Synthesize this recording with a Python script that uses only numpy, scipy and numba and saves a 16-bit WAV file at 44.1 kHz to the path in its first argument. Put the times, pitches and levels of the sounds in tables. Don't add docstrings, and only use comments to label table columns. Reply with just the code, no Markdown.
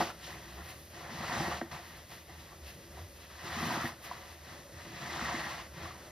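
import sys
import numpy as np
from scipy import signal
from scipy.fft import rfft, irfft, next_fast_len
from scipy.io import wavfile
from scipy.ndimage import uniform_filter1d
from numba import njit

SR = 44100
rng = np.random.default_rng(int(sys.argv[2]) if len(sys.argv) > 2 else 0)


def put_to_file(sound):
    columns = np.atleast_2d(sound).T
    safe = np.clip(columns, -1, 1)
    whole_steps = np.round(safe * 32767)
    wavfile.write(sys.argv[1], SR, whole_steps.astype(np.int16))


N = 269447
SIZE = next_fast_len(N + SR // 2)
HZ = np.fft.rfftfreq(SIZE, 1 / SR)

# [t/s, froth level/dB, squelch re froth/dB, gurgle re froth/dB]
SQUEEZES = [
    [(0.0, -42, -2.5, 5.5), (0.012, -41, 11, 1), (0.052, -45, -1.5, -5.5), (0.106, -49.5, 2, -5),
     (0.15, -78, 5, 9)],
    [(0.90, -65, -5, -17), (0.95, -53, -4, -4), (1.07, -55.5, 6, -1.5), (1.12, -51.5, 0.5, -1.5),
     (1.32, -44, 3.5, -4.5), (1.42, -43.5, 2.5, -0.5), (1.53, -45.5, 4.5, -3), (1.6, -53, -1.5, -4),
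     (1.635, -58, 0, -4), (1.69, -74, 15, 7)],
    [(3.3, -60.5, -1, -7), (3.4, -54.5, -2.5, -7), (3.46, -48, -2.5, -3), (3.54, -46, -1, -7.5),
     (3.69, -43, 1, -0.5), (3.83, -44, 2.5, -6), (3.89, -48, -1.5, -8), (3.94, -62, 3, 6.5),
     (3.98, -82, -7, 13)],
    [(4.72, -62.5, -6, 3), (4.79, -54, -3, -8), (4.87, -56, -5, 1), (5.0, -49.5, -1.5, -5),
     (5.12, -47, 1, -1.5), (5.22, -43.5, -0.5, -5.5), (5.3, -44, 2, -7), (5.36, -44, 1.5, -5),
     (5.42, -46, 0.5, -8.5), (5.5, -46, 0, -5.5), (5.6, -52, 1.5, -9), (5.68, -63, 1, -2)],
]
SQUEEZE_FINE_DB = [-10, -13.5, -13, -16]
SQUEEZE_PORES_DB = [-3, -0.5, 0, 1.5]
SQUEEZE_POCKET_RATIO = [0.67, 0.84, 1.4, 1]
# [loudest at t/s, rise/s, fade/s, froth level/dB, squelch, gurgle and finest froth re froth/dB]
SHIFTS = [(0.245, 0.054, 0.18, -50.5, -16, -18, -8.5), (0.32, 0.13, 0.1, -52, -1, -3.5, -9.5),
          (0.52, 0.78, 0.17, -57, -2.5, -1.5, -8), (0.61, 0.1, 0.034, -61.5, 8.5, 8, -7),
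          (0.72, 0.27, 0.088, -53.5, -3.5, -6, -6), (0.8, 0.15, 0.27, -61.5, -11, -4, 1),
          (1.716, 0.005, 0.071, -52.5, 4.5, -2, -9), (1.75, 0.07, 0.076, -51.5, 0.5, -3, -11),
          (1.79, .06, 0.15, -58, 3.5, -8, -15), (1.95, 0.35, 0.19, -55.5, -4.5, -5, -7.5),
          (2.121, 0.075, 0.19, -54, -4.5, -3.5, -5), (2.3, 0.043, 0.15, -60, 1, 2.5, -9),
          (2.43, 0.21, 0.2, -58, -4.5, -3, -10), (2.52, 0.062, 0.075, -68, 7.5, 9, -13),
          (2.695, 0.097, 0.073, -53, -7.5, -12, -5), (2.84, 0.47, 0.12, -61, -9, 2.5, -6),
          (2.985, 0.14, 0.13, -57.5, -2.5, 1, -7), (3.16, 0.25, 0.17, -63.5, -17, -6, -1),
          (3.23, 0.15, 0.19, -58.5, -5, -5.5, -10), (4.055, 0.043, 0.12, -49.5, -5, -6, -17),
          (4.14, 0.2, 0.17, -56, 2, -4, -9), (4.31, 0.44, 0.14, -56.5, -3, -6.5, -9),
          (4.51, 0.15, 0.21, -53.5, -2.5, -4.5, -12), (5.77, 0.054, 0.097, -59, -3, 3.5, -15),
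          (5.855, 0.16, 0.12, -51, 2, -2, -15), (6.04, 0.53, 0.14, -59.5, 0, -4.5, -19)]
# [t/s, level/dB, half-width to 1/e power/s]
FINE_BURSTS = [(1.42, -63, 0.068), (3.69, -54.5, .06), (3.86, -52, 0.028), (4.05, -55, .02),
               (5.47, -61, 0.063)]
# [f/Hz, level per Hz/dB]
GURGLE = [(70, -3), (100, 0), (135, 4), (170, 5.5), (235, -7.5), (340, -4), (450, -2), (700, -52)]
SQUELCH = [(300, -59), (480, -1.5), (720, 1), (1250, 2), (1450, 0.5), (1900, -7)]
PORES = [(1100, -3), (1450, -9), (1700, -2.5), (1900, 0), (2080, 0), (2350, -10.5), (3000, -23)]
FROTH = [(1600, -25), (2300, -4), (2600, 0.0), (4000, -1), (5500, -4), (7000, -6), (8200, -9), (9500, -17),
         (12000, -38)]
FINE_FROTH = [(6000, -30), (8000, -4), (9300, 1.5), (11500, -1.5), (14000, -.5), (16500, -.5)]
# [t/s, level/dB, starting f/Hz, t60/s]
POPS = [(0.007, -15.5, 850, 0.017), (0.008, -29, 1490, .012), (0.025, -38, 1910, .015),
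        (0.011, -25, 278, 0.026), (0.012, -17.5, 670, 0.013), (0.02, -31, 310, 0.021),
        (0.058, -38.5, 350, .04), (0.277, -44, 700, 0.033), (0.319, -45, 1020, .03), (0.043, -37, 745, .02),
        (0.1, -35, 1395, 0.022), (0.024, -28, 4450, 0.0058), (1.114, -38.5, 227, 0.059),
        (1.201, -36, 210, 0.055), (1.27, -36, 190, .03), (1.29, -29, 160, .04), (1.398, -27, 153, 0.067),
        (1.479, -29, 150, 0.045), (1.735, -36, 146, 0.064), (1.3, -37, 940, 0.036), (1.325, -31, 260, .04),
        (1.348, -38, 925, .025), (1.368, -34, 840, 0.03), (1.366, -24.5, 220, 0.025),
        (1.401, -27, 800, 0.047), (1.406, -26.5, 332, 0.03), (1.431, -40, 252, 0.043),
        (1.445, -41, 318, 0.032), (1.47, -35, 910, .025), (1.482, -22.5, 322, 0.013),
        (1.513, -32, 1120, 0.036), (1.52, -34, 827, 0.049), (2.29, -48, 743, .04), (2.295, -49, 1950, .03),
        (2.52, -50, 1170, 0.044), (2.53, -45.5, 780, .03), (2.542, -49, 587, .04), (2.972, -46, 746, 0.049),
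        (2.985, -46, 954, .04), (2.99, -45, 663, 0.039), (2.995, -51, 1110, 0.027), (3.44, -36.5, 160, .05),
        (3.735, -35.5, 335, 0.032), (3.84, -28, 140, 0.065), (3.522, -39, 770, .03),
        (3.558, -33, 1000, .025), (3.572, -33, 1190, 0.022), (3.565, -31.5, 220, 0.052),
        (3.607, -28.5, 310, 0.022), (3.585, -31, 1220, 0.021), (3.604, -29.5, 1180, 0.016),
        (3.626, -26.5, 230, 0.035), (3.663, -27, 200, 0.044), (3.685, -38, 253, 0.038),
        (3.737, -33, 1940, .02), (3.706, -31, 963, 0.086), (3.713, -25, 258, 0.023),
        (3.774, -21, 240, 0.021), (3.841, -25.5, 259, 0.038), (3.846, -29.5, 765, 0.024),
        (3.853, -32, 230, 0.026), (3.855, -31, 1890, 0.022), (4.113, -27.5, 993, 0.024),
        (4.114, -35.5, 725, 0.017), (5.024, -36, 155, .05), (5.07, -39, 160, 0.044), (5.119, -33, 140, .04),
        (5.194, -33, 1400, 0.025), (5.222, -25, 220, 0.026), (5.342, -23.5, 270, 0.023),
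        (5.372, -35, 324, 0.025), (5.462, -34, 181, 0.031), (5.856, -32.5, 1120, 0.03),
        (5.845, -44.5, 705, 0.073), (5.87, -48, 704, 0.055), (5.908, -37, 1140, 0.024),
        (1.797, -38.5, 680, 0.017)]
# [starting f/Hz, level/dB, t60/s]
PLOP = [(3300, -40, .012), (2050, -33, 0.02), (1750, -35, .025), (1290, -32, .02), (1020, -32, .018),
        (780, -25, 0.016), (540, -29, 0.03), (450, -37, .05), (385, -43, .09), (300, -25, 0.024),
        (190, -34, .04)]
# [f/Hz, width/Hz, level re direct sound/dB]
TUB = [(140.7, 21, -2.5), (234.5, 18, 5), (328, 7.2, -1), (336.4, 12.3, 9.5), (550, 25, -0.5),
       (718, 56, 1.5), (808, 8.5, -21), (944, 19, -1), (1153, 67, -6), (1348, 29, 0.5), (1547, 33, 0),
       (1720, 53, 0), (1874, 23, -5), (2450, 14, 4.5), (3255, 34, -7)]
# [t/s, level/dB, half-width to 1/e amplitude/s]
HUM_SWELLS = [(0.02, -53, .03), (0.39, -55, 0.04), (0.55, -49.5, .06), (0.66, -58, 0.035),
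              (1.07, -53, 0.029), (1.2, -55, .03), (1.38, -50, .05), (1.54, -49, 0.055), (1.73, -55, 0.026),
              (2.35, -53, .035), (2.43, -65, 0.027), (2.58, -55, .03), (2.66, -49.5, 0.052),
              (3.015, -46, 0.03), (3.34, -55, 0.054), (3.52, -52, .03), (3.61, -45, .04),
              (3.85, -51, 0.035), (4.38, -53.5, 0.06), (4.58, -58, .04), (4.77, -53, .04),
              (5.235, -47, 0.037), (5.32, -52, .03), (5.72, -54, 0.044), (5.85, -48, 0.031)]
# [f/Hz, level per Hz/dB]
HISS = [(2000, -4), (5000, 0.5), (9000, -2.5), (16500, -0.5)]
# [f/Hz, level per Hz/dB]
ROOM = [(18, -27), (36, -19), (50, -2.5), (110, -7.5), (200, -15.5), (400, -16), (700, -24.5),
        (1500, -22.5), (3000, -32.5), (6000, -26.5), (10000, -28)]
# [f/Hz, width/Hz, level/dB]
ROOM_MODES = [(343, 11, 1), (566, 71, 0.5), (1150, 12, -19), (1960, 60, -11)]
# [f/Hz, level/dB]
DIFFUSE = [(40, -23), (120, -31.5), (250, -15), (600, -15), (1200, -9), (2000, -12), (2250, -13),
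           (2600, -1), (3500, -13.5), (5000, -11), (6600, -11), (7200, -35), (8800, -64), (9600, -10),
           (16000, -16)]
# [f/Hz, lead of the left channel/rad]
LEFT_LEAD = [(0, 0), (3600, -.15), (4500, -.55), (5900, -1.5), (7250, -2.8), (7600, -np.pi), (8400, -np.pi),
             (9300, -4.15), (11000, -2 * np.pi), (12300, -2 * np.pi), (13400, -7.5), (15200, -3 * np.pi),
             (16000, -3 * np.pi)]
# [f/Hz, left over right/dB]
LEFT_DB = [(300, 0.0), (1200, .2), (2600, 1.5), (4800, 1.2), (6500, 0.0)]

SHIFT_EDGE_DB = -20
PORES_DB, PORES_SHARE = -2, 0.53
POCKET_HZ, POCKET_HZ_PER_DB = 847, -1
CLUMP_DB = 0.7
POP_GLIDE = 0.038
PLOP_S, PLOP_GLIDE, PLOP_LATE_CYCLES = 1.6125, -0.38, 1
TUB_TAIL_T60_S, TUB_TAIL_DB, TUB_OUT_DB = 0.3, -9, -1.0
HUM_HZ, HUM_DB = 77, -60
HISS_DB = -62
ROOM_DB, ROOM_MODES_DB = -55.5, -10.0
LOW_HZ, TOP_HZ = 44.3, 15690


def sponge():
    froth_db, squelch_db, gurgle_db, fine_db = hands()
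    pores_db = froth_db + PORES_DB + PORES_SHARE * (squelch_db - froth_db)
    pocket_hz = POCKET_HZ + POCKET_HZ_PER_DB * (np.clip(froth_db, -75, -40) + 55)
    for rows, db, ratio in zip(SQUEEZES, SQUEEZE_PORES_DB, SQUEEZE_POCKET_RATIO):
        during = slice(int(rows[0][0] * SR), int(rows[-1][0] * SR))
        pores_db[during] += db
        pocket_hz[during] *= ratio
    pocket_hz *= 1 + 0.023 * walk(9)

    out = undb(gurgle_db) * swarm(GURGLE, per_s=260, cycles=4.8, scatter_db=0.5, air_share=0.65,
                                  patchy_db=1.0, glide=0.7)
    out += undb(squelch_db) * swarm(SQUELCH, per_s=700, cycles=6.0, scatter_db=2.0, air_share=0.44,
                                    patchy_db=-0.27, glide=0.31, centre_hz=pocket_hz, gather=0.45)
    out += undb(pores_db) * swarm(PORES, per_s=1000, cycles=7.3, scatter_db=1.5, air_share=0.29,
                                  patchy_db=0.5, glide=0.085)
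    out += undb(froth_db) * swarm(FROTH, per_s=4000, cycles=29.0, scatter_db=1.5, air_share=0.67,
                                  patchy_db=1.02, glide=0.19)
    out += undb(fine_db) * swarm(FINE_FROTH, per_s=6900, cycles=3.1, scatter_db=14.5, air_share=0.68,
                                 patchy_db=1.5, glide=0.1)
    return out * undb(CLUMP_DB * walk(70))


def hands():
    t = np.arange(N) / SR
    power = 1e-12
    for rows, fine_db in zip(SQUEEZES, SQUEEZE_FINE_DB):
        s, froth, squelch, gurgle = np.transpose(rows)
        layers = froth + np.array([0 * s, squelch, gurgle, fine_db + 0 * s])
        curves = [np.interp(t, s, db, left=-120, right=-120) for db in layers]
        power = power + undb(2 * np.array(curves))
    for s, rise, fade, db, *layers_db in SHIFTS:
        away = np.where(t < s, (s - t) / rise, (t - s) / fade)
        contour = undb(2 * (db + SHIFT_EDGE_DB * away ** 1.51))
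        balance = undb(2 * np.array([[0.0041, *layers_db]]).T)
        power = power + contour * balance
    for s, db, half in FINE_BURSTS:
        power[-1] += undb(2 * db) * np.exp(-((t - s) / half) ** 2)
    return 10 * np.log10(power)


def swarm(colour, per_s, cycles, scatter_db, air_share, patchy_db, glide, centre_hz=None, gather=0.0):
    when, pitch, strength = rng.random((3, int(per_s * N / SR)))
    start = (when * N).astype(np.int64)
    lo, hi = colour[1][0], min(colour[-2][0], 0.4 * SR)
    hz = lo * (hi / lo) ** pitch
    if centre_hz is not None:
        hz = hz ** (1 - gather) * centre_hz[start] ** gather
    extra_db = scatter_db * np.minimum(-np.log(1 - strength), 2.4)
    size = undb(extra_db) * hz / hi
    crowd = bubbles(start, hz, size, cycles, glide, N)
    air = rng.standard_normal(N)
    crowd = level(filt(crowd, gains(colour)), 0)
    air = level(filt(air, gains(colour)), 0)
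    both = np.sqrt(1 - air_share) * crowd + np.sqrt(air_share) * air
    return both * undb(patchy_db * walk(45))


@njit
def bubbles(start, hz, size, cycles, glide, length):
    out = np.zeros(length)
    for k in range(len(start)):
        steps = cycles * SR / hz[k]
        step = np.exp(2j * np.pi * hz[k] / SR - 5.0 / steps)
        bend = np.exp(2j * np.pi * hz[k] / SR * glide / steps)
        z = size[k] + 0j
        for i in range(start[k], min(start[k] + int(steps), length)):
            out[i] += z.imag
            z *= step
            step *= bend
    return out


def pops():
    out = np.zeros(N)
    rows = [(s, db, hz, t60, POP_GLIDE) for s, db, hz, t60 in POPS]
    rows += [(PLOP_S + PLOP_LATE_CYCLES / hz, db, hz, t60, PLOP_GLIDE) for hz, db, t60 in PLOP]
    for s, db, hz, t60, glide in rows:
        i = int(s * SR)
        out[i:i + SR // 5] += undb(db) * ring(hz, t60, glide, SR // 5)
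    return out


def ring(hz, t60, glide, length):
    t = np.arange(length) / SR
    envelope = np.minimum(t * hz, 1) * 1000 ** (-t / t60)
    pitch = hz * 2 ** (glide * np.minimum(t / t60 * 2, 1))
    return envelope * np.sin(2 * np.pi * np.cumsum(pitch) / SR)


def tub():
    t = np.arange(SR // 3) / SR
    tail = rng.standard_normal(SR // 3) * 1000 ** (-t / TUB_TAIL_T60_S)
    tail = undb(TUB_TAIL_DB) * tail / np.sqrt(np.sum(tail ** 2))
    return 1 + resonances(TUB) + rfft(tail, SIZE)


def resonances(modes):
    return sum(undb(db) / (1 + 2j * (HZ - hz) / width) for hz, width, db in modes)


def hum():
    t = np.arange(N) / SR
    pitch = HUM_HZ * (1 + 0.078 * walk(14))
    tone = np.sqrt(2) * np.sin(2 * np.pi * np.cumsum(pitch) / SR)
    tone = tone * undb(2.3 * walk(30.0))
    swells = sum(undb(db) * np.exp(-((t - s) / half) ** 2) for s, db, half in HUM_SWELLS)
    floor = undb(HUM_DB + 0.68 * walk(7.32))
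    return tone * np.hypot(floor, swells)


def hiss():
    return level(filt(rng.standard_normal(N), gains(HISS)), HISS_DB)


def room():
    response = gains(ROOM) + undb(ROOM_MODES_DB) * resonances(ROOM_MODES)
    noise = level(filt(rng.standard_normal(N), response), ROOM_DB)
    return noise * undb(1.97 * walk(5.05))


def undb(db):
    return 10 ** (np.asarray(db) / 20)


def level(x, db):
    return x * undb(db) / np.sqrt(np.mean(x ** 2))


def gains(points):
    hz, db = np.transpose(points)
    return undb(np.interp(np.log(HZ + 1), np.log(hz), db, left=-80, right=-80))


def filt(x, response):
    return irfft(rfft(x, SIZE) * response, SIZE)[..., :N]


def walk(rate):
    k = int(SR / rate)
    held = np.repeat(rng.standard_normal(N // k + 1), k)
    return 1.19 * uniform_filter1d(uniform_filter1d(held, k), k)[:N]


def scene():
    hollow = tub() * undb(TUB_OUT_DB)
    mid = filt(sponge() + pops(), hollow) + room() + hum() + hiss()
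    side = filt(filt(sponge(), hollow) + room(), gains(DIFFUSE))
    return np.array([mid + side, mid - side])


def record(dry):
    lead = np.interp(HZ, *np.transpose(LEFT_LEAD)) / 2
    lean = np.interp(HZ, *np.transpose(LEFT_DB)) / 2
    pair = filt(dry, undb([lean, -lean]) * np.exp(1j * np.array([lead, -lead])))
    low_cut = signal.butter(2, LOW_HZ, "high", fs=SR, output="sos")
    top_cut = signal.ellip(12, 0.2, 80, TOP_HZ, fs=SR, output="sos")
    return signal.sosfilt(top_cut, signal.sosfilt(low_cut, pair))


dry = scene()
out = record(dry)
put_to_file(out)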